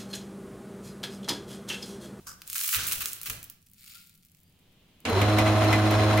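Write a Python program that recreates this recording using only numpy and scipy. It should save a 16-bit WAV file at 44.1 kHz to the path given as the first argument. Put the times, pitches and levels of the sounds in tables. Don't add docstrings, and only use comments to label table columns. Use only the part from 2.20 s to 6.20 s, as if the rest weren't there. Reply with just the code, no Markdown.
import sys
import numpy as np
from scipy import signal
from scipy.fft import rfft, irfft
from scipy.io import wavfile

SR = 44100
rng = np.random.default_rng(int(sys.argv[2]) if len(sys.argv) > 2 else 0)


def generate_wav(sig):
    pcm = np.round(np.clip(np.atleast_2d(sig).T, -1, 1) * 32767).astype(np.int16)
    wavfile.write(sys.argv[1], SR, pcm)


N = 176400
T = np.arange(N) / SR

# f/Hz, level/dB
FRACTURE_COLOUR = [(500, -53), (1500, -14.5), (3000, -7), (9000, -4), (14000, -1), (16000, 0.5)]


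def cone():
    # t/s, bright level/dB, hollow level/dB
    crush = [(.26, -53, -74), (.30, -40.5, -61), (.38, -30, -47), (.53, -28, -49), (.59, -36, -32.5),
             (.74, -34, -46.5), (.87, -37, -51.5), (1.0, -47, -57), (1.12, -39.5, -52.5), (1.36, -85, -73)]
    # t/s, length/s, level/dB, hollow share/dB
    collapses = [(0.356, 0.0074, -28, -6.5), (0.441, 0.005, -27.5, -8.5), (0.489, 0.0038, -26.5, -4),
                 (0.529, 0.038, -27, -6), (0.667, 0.021, -27, -22), (0.72, 0.014, -25, -11.5),
                 (0.807, 0.019, -30, -3), (1.058, 0.017, -33.5, -1.5), (1.098, 0.005, -32, 1)]
    # t/s, level/dB, f/Hz of the broken piece
    snaps = [(0.219, -31, 4860), (.277, -28.5, 11000), (.3, -22, 8500), (0.33, -20, 9400),
             (.413, -18, 5370), (.4781, -16.5, 11700), (.547, -14.5, 4000), (0.714, -21, 4030),
             (0.8579, -13.5, 6500), (0.9323, -20.5, 13300), (1.015, -25.5, 9400), (1.0328, -24.5, 13300),
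             (1.099, -20, 9300), (1.2298, -29, 14200), (1.242, -30.5, 13000), (1.2995, -28, 14600),
             (1.535, -42.5, 13000), (1.896, -44, 8000), (2.05, -45, 12600), (2.17, -53, 13800),
             (2.804, -45, 14000)]
    # f/Hz, level/dB
    shell_colour = [(200, -35), (850, -18), (1100, -2.5), (1350, 3.5), (1900, -3.5), (2650, 3.5),
                    (3500, -2), (5500, -4.5), (12000, -18)]
    clump_db, collapse_fade_s, snap_boost_db = 3.0, 0.004, 14
    clumps = from_db(clump_db * np.tanh(drift(96)))
    swarm = rms_one(crackle(per_s=900, spread_db=1) * clumps)
    splinters = crackle(per_s=4000, spread_db=3)
    bright = swarm * level(crush, column=1)
    hollow = splinters * level(crush, column=2)
    for s, length_s, db, hollow_db in collapses:
        fade = np.exp(-np.clip((T - s - length_s) / collapse_fade_s, 0, 20))
        run = splinters * from_db(db) * (T >= s) * fade
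        bright += run
        hollow += run * from_db(hollow_db)
    for s, db, hz in snaps:
        snap = from_db(db + snap_boost_db) * fracture(hz, ring_s=0.0035, ring_share=0.7)
        shell_db = -9 - 9 * np.log2(hz / 5800)
        i = int(s * SR)
        bright[:, i:i + snap.shape[1]] += snap
        hollow[:, i:i + snap.shape[1]] += snap * from_db(shell_db)
    return colour(bright, FRACTURE_COLOUR) + colour(hollow, shell_colour)


def fracture(piece_hz, ring_s, ring_share, size=500):
    shiver = rng.standard_normal((2, size)) + 0.74 * rng.standard_normal(size)
    burst = ring_share * rms_one(shiver * np.exp(-T[:size] / ring_s)) / np.sqrt(size)
    burst[:, 1] += pan(rng.normal(0, 1.3))[:, 0]
    ring = signal.lfilter(*signal.iirpeak(piece_hz, Q=1.56, fs=SR), burst)
    return rms_one(burst + 1.03 * ring) / np.sqrt(size)


def crackle(per_s, spread_db, pieces=8):
    # lowest f/Hz, highest f/Hz
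    piece_range = (3500, 15500)
    strengths = from_db(spread_db * np.minimum(rng.exponential(1, N), 4.5)) * rng.choice([-1, 1], N)
    clicks = strengths * (rng.random(N) < per_s / SR)
    piece = rng.integers(0, pieces, N)
    swarm = 0
    for k, hz in enumerate(np.linspace(*piece_range, pieces)):
        crack = fracture(hz, ring_s=0.00067, ring_share=2)
        swarm += signal.oaconvolve((clicks * (piece == k))[None], crack, axes=1)[:, :N]
    return rms_one(swarm)


def rubbing():
    # t/s, level/dB
    scuff_levels = [(0, -76.5), (.064, -70), (.07, -36), (.125, -50), (.17, -69), (.3, -61)]
    rustle_levels = [(1.35, -72), (1.5, -76.5), (1.63, -52), (1.76, -49), (1.83, -57.5), (2.0, -71.5),
                     (2.7, -84)]
    tick_levels = [(1.4, -69), (1.75, -60.5), (2.53, -77)]
    # f/Hz, level/dB
    scuff_colour = [(170, -6), (400, -18), (800, -16), (1100, 0), (1550, 2), (1950, -15), (4000, -17),
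                    (4900, -5), (15000, -17)]
    rustle_colour = [(1000, -14), (1350, 1), (1650, -2), (2600, 4.5), (4500, 5.5), (6000, -2.5),
                     (15000, 2.5)]
    # t/s, half length/s, f/Hz, level/dB
    squeaks = [(1.768, 0.018, 1388, -57.5), (2.28, 0.039, 4750, -76)]
    scuff = colour(crackle(per_s=2500, spread_db=3.5) * level(scuff_levels), scuff_colour)
    rustle = colour(crackle(per_s=700, spread_db=1) * level(rustle_levels), rustle_colour)
    ticks = colour(crackle(per_s=49, spread_db=2) * level(tick_levels), FRACTURE_COLOUR)
    return scuff + rustle + ticks + swells(squeaks, wander_hz=30.2)


def hand():
    # t/s, level/dB
    landings = [(.563, -39.5), (1.105, -44.5)]
    # f/Hz, level/dB, time to fade by 60 dB/s
    board_notes = [(48.3, -3, .35), (97.9, -2.5, 0.61), (240.4, -13.5, .3), (447, -15.5, 0.33)]
    # t/s, level/dB
    press_levels = [(0, -57), (.25, -60), (.545, -70), (.57, -46), (.68, -46), (.85, -51), (1.04, -60),
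                    (1.11, -44.5), (1.18, -50), (1.42, -77)]
    swish_levels = [(2.1, -77), (2.45, -65), (2.8, -63), (2.88, -60)]
    # f/Hz, level/dB
    board_colour = [(35, -6), (100, -3.5), (150, -6), (220, -13.5), (750, -19), (1500, -25)]
    swish_colour = [(200, 6.5), (1500, -11), (3100, -1), (5000, -13), (15000, -29)]
    thuds = np.zeros(N)
    for s, db in landings:
        age = np.maximum(T - s, 0)
        for hz, note_db, fade_s in board_notes:
            thuds += from_db(db + note_db - 60 * age / fade_s) * np.sin(2 * np.pi * hz * age)
    rumble = colour(noise() * level(press_levels), board_colour)
    swish = colour(noise() * level(swish_levels), swish_colour)
    return thuds + rumble + swish


def grinder():
    # t/s, f/Hz
    speed = [(2.85, 68.14), (2.92, 93.26), (3.02, 103.3), (3.1, 105.2), (3.2, 106.1), (3.85, 105.9),
             (4, 105.5)]
    pulses_per_turn, running_hz = 4, speed[-1][1]
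    jitter, flutter_db, tooth_depth = 0.002, 1.24, 0.12
    hz = np.interp(T, *np.transpose(speed)) * (1 + jitter * drift(8))
    turns = np.cumsum(hz) / SR / pulses_per_turn
    hum = motor(turns, pulses_per_turn)
    mesh = gear_mesh(turns, samples_per_turn=int(pulses_per_turn * SR / running_hz))
    friction = rise(start_s=2.85, rise_s=0.0049) * (hz / running_hz) ** 1.72
    friction *= from_db(flutter_db * drift(26))
    friction *= 1 + tooth_depth * np.cos(2 * np.pi * pulses_per_turn * turns)
    return pan(-1.77) * hum + pan(0.5) * (gears(friction, mesh) + housing(friction))


def motor(turns, pulses_per_turn):
    # t/s, half length/s, f/Hz, level/dB
    shudders = [(2.89, .028, 230, -32), (2.92, 0.037, 480, -30.5), (2.975, 0.027, 395, -29),
                (2.965, 0.035, 960, -33.5)]
    # cycles per turn, level/dB
    tones = [(4, -24), (8, -34), (12, -29.2), (16, -44), (17, -47), (20, -37.5), (24, -32.3), (28, -37.5),
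             (40, -46), (150, -55), (200, -58)]
    hum = swells(shudders, wander_hz=25)
    low_onset = rise(start_s=2.885, rise_s=0.047)
    high_onset = rise(start_s=3.01, rise_s=0.025)
    for per_turn, db in tones:
        waver_db = (0.8 if per_turn == pulses_per_turn else 2.2) * drift(12.4)
        onset = low_onset if per_turn <= 2 * pulses_per_turn else high_onset
        tone = np.sqrt(2) * np.sin(2 * np.pi * (per_turn * turns + rng.random()))
        hum += from_db(db + waver_db) * onset * tone
    return hum


def gear_mesh(turns, samples_per_turn):
    place = (turns % 1 * samples_per_turn).astype(int)
    pattern = widen(rng.standard_normal((2, N))[:, place])
    return signal.sosfilt(signal.butter(2, [20, 2500], "band", fs=SR, output="sos"), pattern)


def gears(friction, mesh):
    # f/Hz, level/dB
    gear_colour = [(25, -21), (44, 5), (58, -8), (85, 9), (150, -10.5), (260, 2), (480, 0), (680, 2),
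                   (850, 0), (1250, -1), (1700, -6), (3300, -9.5), (5200, -18), (6800, -21), (8300, -25.5),
                   (10000, -21.5), (16000, -33.5)]
    whir_db, mesh_db = -28.5, -31
    return colour(friction * (from_db(whir_db) * noise() + from_db(mesh_db) * mesh), gear_colour)


def housing(friction):
    # f/Hz, level/dB, time to fade by 60 dB/s
    body_notes = [(2056, -3.5, 0.14), (4000, -7.5, 0.066), (4102, -3, 0.057), (5380, -10.5, 0.12),
                  (6530, -12.5, 0.037)]
    shaking = friction * noise() + 1e-18
    ringing = 0
    for hz, db, fade_s in body_notes:
        decay = np.exp(-np.log(1000) / (fade_s * SR))
        feedback = [1, -2 * decay * np.cos(2 * np.pi * hz / SR), decay ** 2]
        gain = from_db(db) * np.sqrt((1 - decay ** 2) / 2)
        ringing += gain * signal.lfilter([1, 0, -1], feedback, shaking)
    return from_db(-41) * ringing


def auger():
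    # t/s, level/dB, tick adjustment/dB, clank adjustment/dB
    knocks = [(2.852, -25, -11, -32), (2.896, -41, 10.5, -20), (3.015, -25.5, -4, -27),
              (3.185, -23, 2.5, 1.5), (3.261, -28.5, -19, 2.5), (3.445, -30.5, -1, -12),
              (3.528, -22.5, -4.5, 4.5), (3.708, -30, 2, -10), (3.975, -28.5, 1.5, 3.5)]
    # f/Hz, level/dB
    rattle_colour = [(40, -6), (350, 8.5), (1650, 1.5), (2200, 10.5), (3300, 2), (5000, -7), (6800, -7),
                     (16000, -30)]
    tick_colour = [(5000, -22), (10000, 6), (11000, -9), (12000, 11), (16000, -29)]
    rattle_decay_s, tick_decay_s = 0.02, 0.0053
    clank_hz, clank_fade_s = 2035, 0.11
    rattle, tick, clank = np.zeros((3, N))
    note = np.sin(2 * np.pi * clank_hz * T) * from_db(-60 * T / clank_fade_s)
    for s, db, tick_db, clank_db in knocks:
        i = int(s * SR)
        rattle[i:] += from_db(db) * np.exp(-T[:N - i] / rattle_decay_s)
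        tick[i:] += from_db(db + tick_db - 6.5) * np.exp(-T[:N - i] / tick_decay_s)
        clank[i:] += from_db(db + clank_db - 2.5) * note[:N - i]
    return colour(rattle * noise(), rattle_colour) + colour(tick * noise(), tick_colour) + clank


def room(x):
    t, out = T[:SR // 2], x
    for band, fade_s, db in (("low", 0.55, -4.5), ("high", 0.2, -6.5)):
        fade = from_db(-60 * t / fade_s) * (t > .003)
        tail = rms_one(rng.standard_normal((2, len(t))) * fade) / np.sqrt(len(t))
        tail = signal.sosfilt(signal.butter(2, 4500, band, fs=SR, output="sos"), tail)
        out = out + from_db(db) * signal.fftconvolve(x, tail, axes=1)[:, :N]
    return out


def air():
    # f/Hz, level/dB
    air_colour = [(25, -3), (65, -8), (90, 1.5), (125, -6.5), (170, 0.5), (280, -15.5), (600, -30),
                  (5000, -33), (16000, -26)]
    return from_db(-64.5) * colour(noise(), air_colour)


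def swells(rows, wander_hz):
    out = 0
    for s, half_s, hz, db in rows:
        cycles = np.cumsum(hz + wander_hz * drift(59.4)) / SR
        swell = from_db(db) * np.exp(-((T - s) / half_s) ** 2)
        out += swell * np.sqrt(2) * np.sin(2 * np.pi * cycles)
    return out


def from_db(db):
    return 10 ** (np.asarray(db) / 20)


def rms_one(x):
    return x / np.sqrt(np.mean(x ** 2) + 1e-20)


def level(rows, column=1):
    rows = np.array(rows)
    return from_db(np.interp(T, rows[:, 0], rows[:, column], left=-200, right=-200))


def rise(start_s, rise_s):
    return 1 - np.exp(-np.maximum(T - start_s, 0) / rise_s)


def drift(rate_hz):
    step, warm_up = 40, 2000
    decay = np.exp(-2 * np.pi * rate_hz * step / SR)
    white = rng.standard_normal(N // step + warm_up + 2)
    slow = signal.lfilter([1], [1, -2 * decay, decay ** 2], white)[warm_up:]
    return np.interp(np.arange(N) / step, np.arange(len(slow)), rms_one(slow))


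def at_hz(points, hz):
    point_hz, values = np.transpose(points)
    return np.interp(np.log(hz + 0.0011), np.log(point_hz), values)


def colour(x, spectrum, size=8192):
    gain = rms_one(from_db(at_hz(spectrum, np.fft.rfftfreq(size, 1 / SR))))
    cepstrum = irfft(np.log(gain))[:size // 2]
    cepstrum[1:] *= 2
    response = irfft(np.exp(rfft(cepstrum, size)))
    return signal.fftconvolve(x, response[None], axes=1)[:, :N]


def pan(db):
    return from_db([[db / 2], [-db / 2]])


def widen(pair):
    # f/Hz, likeness from 0 to 1
    likeness = [(100, 1), (300, 0.84), (1400, 0.58), (7000, 0.05), (15000, 0)]
    alike = np.clip(at_hz(likeness, np.fft.rfftfreq(N, 1 / SR)), 0, .995)
    mid, side = irfft(rfft(pair) * np.sqrt([(1 + alike) / 2, (1 - alike) / 2]), N)
    return np.array([mid + side, mid - side])


def noise():
    return widen(rng.standard_normal((2, N)))


def scene():
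    return room(cone() + rubbing()) + hand() + grinder() + auger() + air()


def record(dry):
    cutoff_hz = 15850
    return signal.sosfilt(signal.ellip(12, .1, 80, cutoff_hz, fs=SR, output="sos"), dry)


dry = scene()
out = record(dry)
generate_wav(out)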